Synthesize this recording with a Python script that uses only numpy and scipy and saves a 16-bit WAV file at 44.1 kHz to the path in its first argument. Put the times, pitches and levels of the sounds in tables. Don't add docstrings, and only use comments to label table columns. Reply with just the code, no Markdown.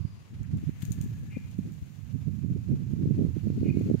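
import sys
import numpy as np
from scipy import signal
from scipy.fft import rfft, irfft
from scipy.io import wavfile
from scipy.ndimage import uniform_filter1d

SR = 44100
rng = np.random.default_rng(int(sys.argv[2]) if len(sys.argv) > 2 else 0)


def bounce(signal):
    frames = np.transpose(np.atleast_2d(signal))
    limited = np.clip(frames, -1, 1)
    pcm = np.round(limited * 32767).astype(np.int16)
    wavfile.write(sys.argv[1], SR, pcm)


N = 176400
TIME = np.arange(N) / SR

# multiple of its centre frequency, level/dB
THUMP_SPECTRUM = [(.12, -22), (.3, -36), (.5, -5.5), (.8, 4.5), (1.2, 0.5), (1.8, -8.5), (2.8, -27),
                  (4.6, -48), (9, -65.5)]


def amp(db):
    return 10 ** (np.asarray(db) / 20)


def unit(x):
    return x / np.sqrt(np.mean(x ** 2) + 1e-30)


def curve(points):
    return np.interp(TIME, *np.transpose(points))


def colour(x, points, scale=1):
    f, db = np.transpose(points)
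    hz = np.fft.rfftfreq(x.shape[-1], 1 / SR)
    gain = amp(np.interp(np.log(hz + 1), np.log(f * scale), db))
    return irfft(rfft(x) * gain, x.shape[-1])


def wander(rate_hz, size=N):
    hz = np.fft.rfftfreq(size, 1 / SR)
    return unit(irfft(rfft(rng.standard_normal(size)) / (1 + (hz / rate_hz) ** 4), size))


def pan(x, lean_db):
    return x * amp([[lean_db / 2], [-lean_db / 2]])


def add(mix, start_s, sound):
    at = round(start_s * SR)
    part = mix[..., max(at, 0):max(at + sound.shape[-1], 0)]
    part += sound[..., max(-at, 0):][..., :part.shape[-1]]


def faint_bands(rows, lean_db):
    out, hz = np.zeros((2, N)), np.fft.rfftfreq(N, 1 / SR)
    for start, length, db, centre_hz, width_hz in rows:
        rolloff = 1 + ((hz - centre_hz) / width_hz) ** 4
        band = unit(irfft(rfft(rng.standard_normal((2, N))) / rolloff, N))
        progress = np.clip((TIME - start) / length, 0, 1)
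        out += amp(db) * band * np.sqrt(abs(np.sin(np.pi * progress)))
    return pan(out, lean_db)


def air():
    # f/Hz, level/dB
    spectrum = [(30, 8.5), (300, 11.5), (600, 3.5), (1000, 0.5), (2000, -1), (2600, 0), (3300, -4.5),
                (4400, -5), (5600, -7.5), (6700, -7.5), (8000, -14.5), (10500, -15), (13500, -19.5),
                (15500, -25)]
    # f/Hz, left minus right/dB
    lean = [(100, -6.5), (1300, 2.5), (2400, 6), (4400, 1), (15000, 3.5)]
    # t/s, level/dB
    levels = [(0, -61.5), (.9, -61), (2.6, -63), (3.4, -59), (4, -60)]
    shared = 0.077
    common = np.sqrt(shared) * rng.standard_normal(N)
    separate = np.sqrt(1 - shared) * rng.standard_normal((2, N))
    hiss = unit(colour(common + separate, spectrum))
    left = colour(hiss[0], [(f, db / 2) for f, db in lean])
    right = colour(hiss[1], [(f, -db / 2) for f, db in lean])
    return np.array([left, right]) * amp(curve(levels) + 1.6 * wander(rate_hz=33))


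def far_calls():
    # start/s, length/s, level/dB, centre/Hz, width/Hz
    calls = [(-.1, 0.4, -70.5, 1085, 140), (-.05, 0.29, -73.5, 4760, 350), (.68, 0.8, -71, 1710, 85),
             (3.38, 0.62, -73.5, 4360, 354)]
    return faint_bands(calls, lean_db=6.5)


def chirp(length, level_db, pitch_hz):
    # multiple of the pitch, level/dB
    tones = [(1.17, -6.5), (1.03, -0.5), (.92, -2.5)]
    wobble_hz, note_db = 103, 11
    fall = 0.0607
    note_at, note_width = 0.9, 0.14
    progress = np.arange(0, 1, 1 / (length * SR))
    rasp = 0
    for ratio, db in tones:
        hz = pitch_hz * ratio * (1 - fall * progress)
        hz += wobble_hz * wander(rate_hz=520, size=len(progress))
        rasp = rasp + amp(db) * np.sin(2 * np.pi * np.cumsum(hz) / SR)
    rasp *= np.sqrt(np.sin(np.pi * progress))
    swell = np.exp(-((progress - note_at) / note_width) ** 2)
    fade_out = np.minimum(1, 20 * (1 - progress))
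    note = amp(note_db) * swell * fade_out * np.sin(2 * np.pi * pitch_hz * length * progress)
    return amp(level_db) * np.array([rasp, note])


def bird():
    # start/s, length/s, level/dB, pitch/Hz
    chirps = [(1.3, 0.0693, -57.5, 2410), (3.64, .07, -57, 2457)]
    echo_db, note_echo_db = 1, -6
    echo_s = 0.66
    parts, t = np.zeros((2, N)), np.arange(SR) / SR
    for start, *call in chirps:
        add(parts, start, chirp(*call))
    rasp, note = parts
    tail = rng.standard_normal((2, SR)) * amp(-60 * t / echo_s)
    tail /= np.linalg.norm(tail[0])
    scattered = rasp + amp(note_echo_db) * note
    echo = signal.fftconvolve(scattered[None], tail, axes=1)[:, :N]
    return pan(rasp + note + amp(echo_db) * echo, lean_db=6)


def snap_bodies_and_scuff():
    # start/s, length/s, level/dB, centre/Hz, width/Hz
    bands = [(.428, 0.029, -63, 1940, 704), (.56, 0.34, -68.5, 2300, 806), (.818, 0.014, -54, 2550, 1420)]
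    return faint_bands(bands, lean_db=6)


def litter_rustle():
    # f/Hz, level/dB
    spectrum = [(500, -8), (2500, 2), (5400, -7.5), (6700, 4.5), (7800, -5), (10800, -9.5), (13500, -2),
                (16000, -10.5)]
    # t/s, level/dB
    levels = [(0, -75), (.5, -76), (.6, -70), (.79, -67.5), (.83, -56), (.89, -61.5), (.93, -60.5),
              (.98, -64.5), (1.04, -64.5), (1.4, -69), (1.75, -68), (2.5, -70.5), (3.1, -70), (3.77, -68),
              (3.82, -63), (4, -71)]
    grains_per_s, spread_db = 6000, 1.5
    sizes = amp(spread_db * np.minimum(rng.exponential(1, N), 5))
    hits = rng.random(N) < grains_per_s / SR
    grains = unit(colour(sizes * hits * rng.standard_normal((2, N)), spectrum))
    return pan(grains * amp(curve(levels)), lean_db=5)


def leaf_snaps():
    # t/s, peak/dB, left minus right/dB
    snaps = [(.432, -47.5, 9), (0.573, -49, 7), (0.822, -44, 22), (0.826, -41, 20), (.853, -37, 14.5),
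             (0.908, -44, 10), (.920, -33.5, 21), (0.9272, -37.5, 14), (1.014, -34.5, 9.5),
             (1.039, -45, 14), (1.046, -44, 3), (1.514, -46, 10), (1.582, -54, 7), (1.722, -48, 4),
             (3.794, -45, -4)]
    # f/Hz, level/dB
    spectrum = [(300, -16), (2300, -14), (4000, -5), (5400, -7), (6200, -1), (6700, 10.5), (7400, -2),
                (9000, -3.5), (10800, -8.5), (13800, 1.5), (16000, -15.5)]
    crack_s, crinkle_s, crinkle_db, crumbs_per_s = 0.00042, 0.014, -18.5, 1600
    out, t = np.zeros((2, N)), np.arange(-256, 3840) / SR
    for start, peak_db, lean_db in snaps:
        hits = rng.random(len(t)) < crumbs_per_s / SR
        crumbs = unit(uniform_filter1d(hits.astype(float), size=12))
        crack = np.exp(-abs(t) / crack_s)
        crinkle = amp(crinkle_db) * crumbs * np.exp(-abs(t) / crinkle_s)
        burst = rng.standard_normal((2, len(t))) * (t >= 0) * (crack + crinkle)
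        tilt_db = -0.5 * rng.uniform(-0.8, 1)
        snap = colour(burst, [(f, db + tilt_db * np.log2(f)) for f, db in spectrum])
        snap /= abs(snap).max(1, keepdims=True)
        add(out, start + t[0], pan(amp(peak_db) * snap, lean_db))
    return out


def turbulence(spectrum):
    rumble = colour(rng.standard_normal(N), spectrum)
    power = uniform_filter1d(uniform_filter1d(rumble ** 2, size=1800), size=1800)
    return rumble / np.sqrt(abs(power) + 1e-20)


def puff(length, level_db, centre_hz):
    t = (np.arange(8192) - 4096) / SR
    swell = np.exp(-2 * (t / length) ** 2)
    thump = colour(swell * rng.standard_normal(len(t)), THUMP_SPECTRUM, centre_hz)
    power = (thump ** 2).sum() / (SR * (length + 0.0035))
    return amp(level_db) * thump / np.sqrt(power)


def slap(peak_db, centre_hz):
    pulse = colour(signal.unit_impulse(8192, "mid"), THUMP_SPECTRUM, centre_hz)
    return amp(peak_db) * pulse / pulse.max()


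def wind_at_port(levels, puffs, slaps, calm_db, gust_db):
    # f/Hz, level/dB
    calm_spectrum = [(43, -29), (65, -6.5), (100, 4.5), (170, -1), (260, -13.5), (390, -38.5), (520, -62),
                     (800, -57), (1500, -92)]
    gust_spectrum = [(43, -21.5), (65, -21.5), (105, 2), (170, 5), (260, 5.5), (390, -5.5), (580, -24),
                     (730, -31.5), (1500, -62.5)]
    lump_db, flutter_db, top_hz = 1.52, 4, 820
    level_db = curve(levels) + lump_db * wander(rate_hz=23.6)
    gust_share = np.clip((level_db - calm_db) / (gust_db - calm_db), 0, 1) ** 3
    flutter = unit(amp(flutter_db * wander(rate_hz=54)))
    calm = np.sqrt(1 - gust_share) * turbulence(calm_spectrum)
    gust = np.sqrt(gust_share) * flutter * turbulence(gust_spectrum)
    out = amp(level_db) * (calm + gust)
    for strike, rows in ((puff, puffs), (slap, slaps)):
        for middle_s, *settings in rows:
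            thump = strike(*settings)
            add(out, middle_s - len(thump) / SR / 2, thump)
    keep_lows = signal.butter(4, top_hz, fs=SR, output="sos")
    return signal.sosfiltfilt(keep_lows, out)


def breeze():
    # t/s, level/dB
    levels_left = [(0, -57), (.15, -42), (.27, -58), (.33, -40.5), (.5, -46), (.58, -42), (.76, -43.5),
                   (.94, -36.5), (1.3, -39), (1.52, -46.5), (1.65, -35), (1.76, -51), (2.05, -62),
                   (2.15, -44.5), (2.44, -50), (2.56, -37), (2.64, -46), (2.72, -35.5), (2.88, -40.5),
                   (3.08, -37.5), (3.2, -30), (3.4, -49), (3.47, -38), (3.647, -26), (3.76, -35.5),
                   (3.901, -25.5), (4, -50.5)]
    levels_right = [(0, -26.5), (.1, -43.5), (.27, -52.5), (.34, -40.5), (.56, -30.5), (.67, -35.5),
                    (.75, -41), (1.05, -32.5), (1.36, -39), (1.65, -34.5), (1.9, -43.5), (2.1, -35),
                    (2.35, -29.5), (2.58, -26.5), (2.638, -35.5), (2.697, -26), (2.86, -29), (3.08, -27.5),
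                    (3.221, -24), (3.37, -30.5), (3.539, -26), (3.65, -25), (3.74, -25.5), (3.9, -25),
                    (4, -30.5)]
    # t/s, length/s, level/dB, centre/Hz
    puffs_left = [(0.56, 0.04, -28.5, 146), (0.894, 0.015, -27, 128), (1.049, 0.024, -29, 133),
                  (1.371, 0.0073, -28, 241), (1.826, 0.011, -29.5, 117), (2.739, 0.021, -28, 140),
                  (3.802, 0.012, -27.5, 204), (3.86, 0.024, -37, 117)]
    puffs_right = [(0.008, 0.011, -32, 117), (0.409, 0.018, -28, 108), (0.545, 0.033, -24.5, 136),
                   (0.68, 0.02, -24.5, 139), (1.593, 0.0074, -24, 151), (1.675, 0.049, -38, 210),
                   (2.151, 0.021, -23.5, 153), (2.283, 0.017, -23, 182), (2.71, 0.042, -26.5, 158),
                   (3.019, 0.049, -26, 175), (3.113, 0.02, -18.5, 180), (3.215, 0.034, -23, 230),
                   (3.687, 0.025, -20, 193), (3.949, 0.013, -17.5, 230)]
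    # t/s, peak/dB, centre/Hz
    slaps_left = [(0.639, -19.5, 159), (.834, -17, 137), (1.369, -26.5, 330), (2.522, -18, 142),
                  (2.7317, -20, 157), (3.035, -16, 197), (3.076, -11, 156), (3.192, -15, 204),
                  (3.666, -22, 324), (3.9011, -14.5, 312)]
    slaps_right = [(.052, -13.5, 124), (0.5405, -14.5, 151), (0.694, -14.5, 178), (0.91, -14, 132),
                   (1.01, -18, 141), (1.59, -12.5, 168), (2.448, -14, 155), (2.512, -14, 141),
                   (2.721, -19, 195), (2.937, -13, 177), (3.058, -16.5, 244), (3.109, -17, 238),
                   (3.193, -17, 284), (3.217, -25, 254), (3.251, -10, 192), (3.472, -17.5, 287),
                   (3.503, -15.5, 244), (3.632, -11, 241), (3.772, -12.5, 250), (3.787, -16, 200),
                   (3.812, -15, 276), (3.914, -7.5, 250)]
    # left/dB, right/dB
    calm_db = [-43, -32.5]
    gust_db = [-29, -20]
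    left = wind_at_port(levels_left, puffs_left, slaps_left, calm_db[0], gust_db[0])
    right = wind_at_port(levels_right, puffs_right, slaps_right, calm_db[1], gust_db[1])
    return np.array([left, right])


def scene():
    wind = breeze()
    ground = litter_rustle() + leaf_snaps() + snap_bodies_and_scuff()
    return wind + ground + air() + bird() + far_calls()


def record(dry):
    top_hz = 15900
    cut_treble = signal.firwin(511, top_hz, window=("kaiser", 9), fs=SR)
    return signal.oaconvolve(dry, cut_treble[None], "same")


dry = scene()
out = record(dry)
bounce(out)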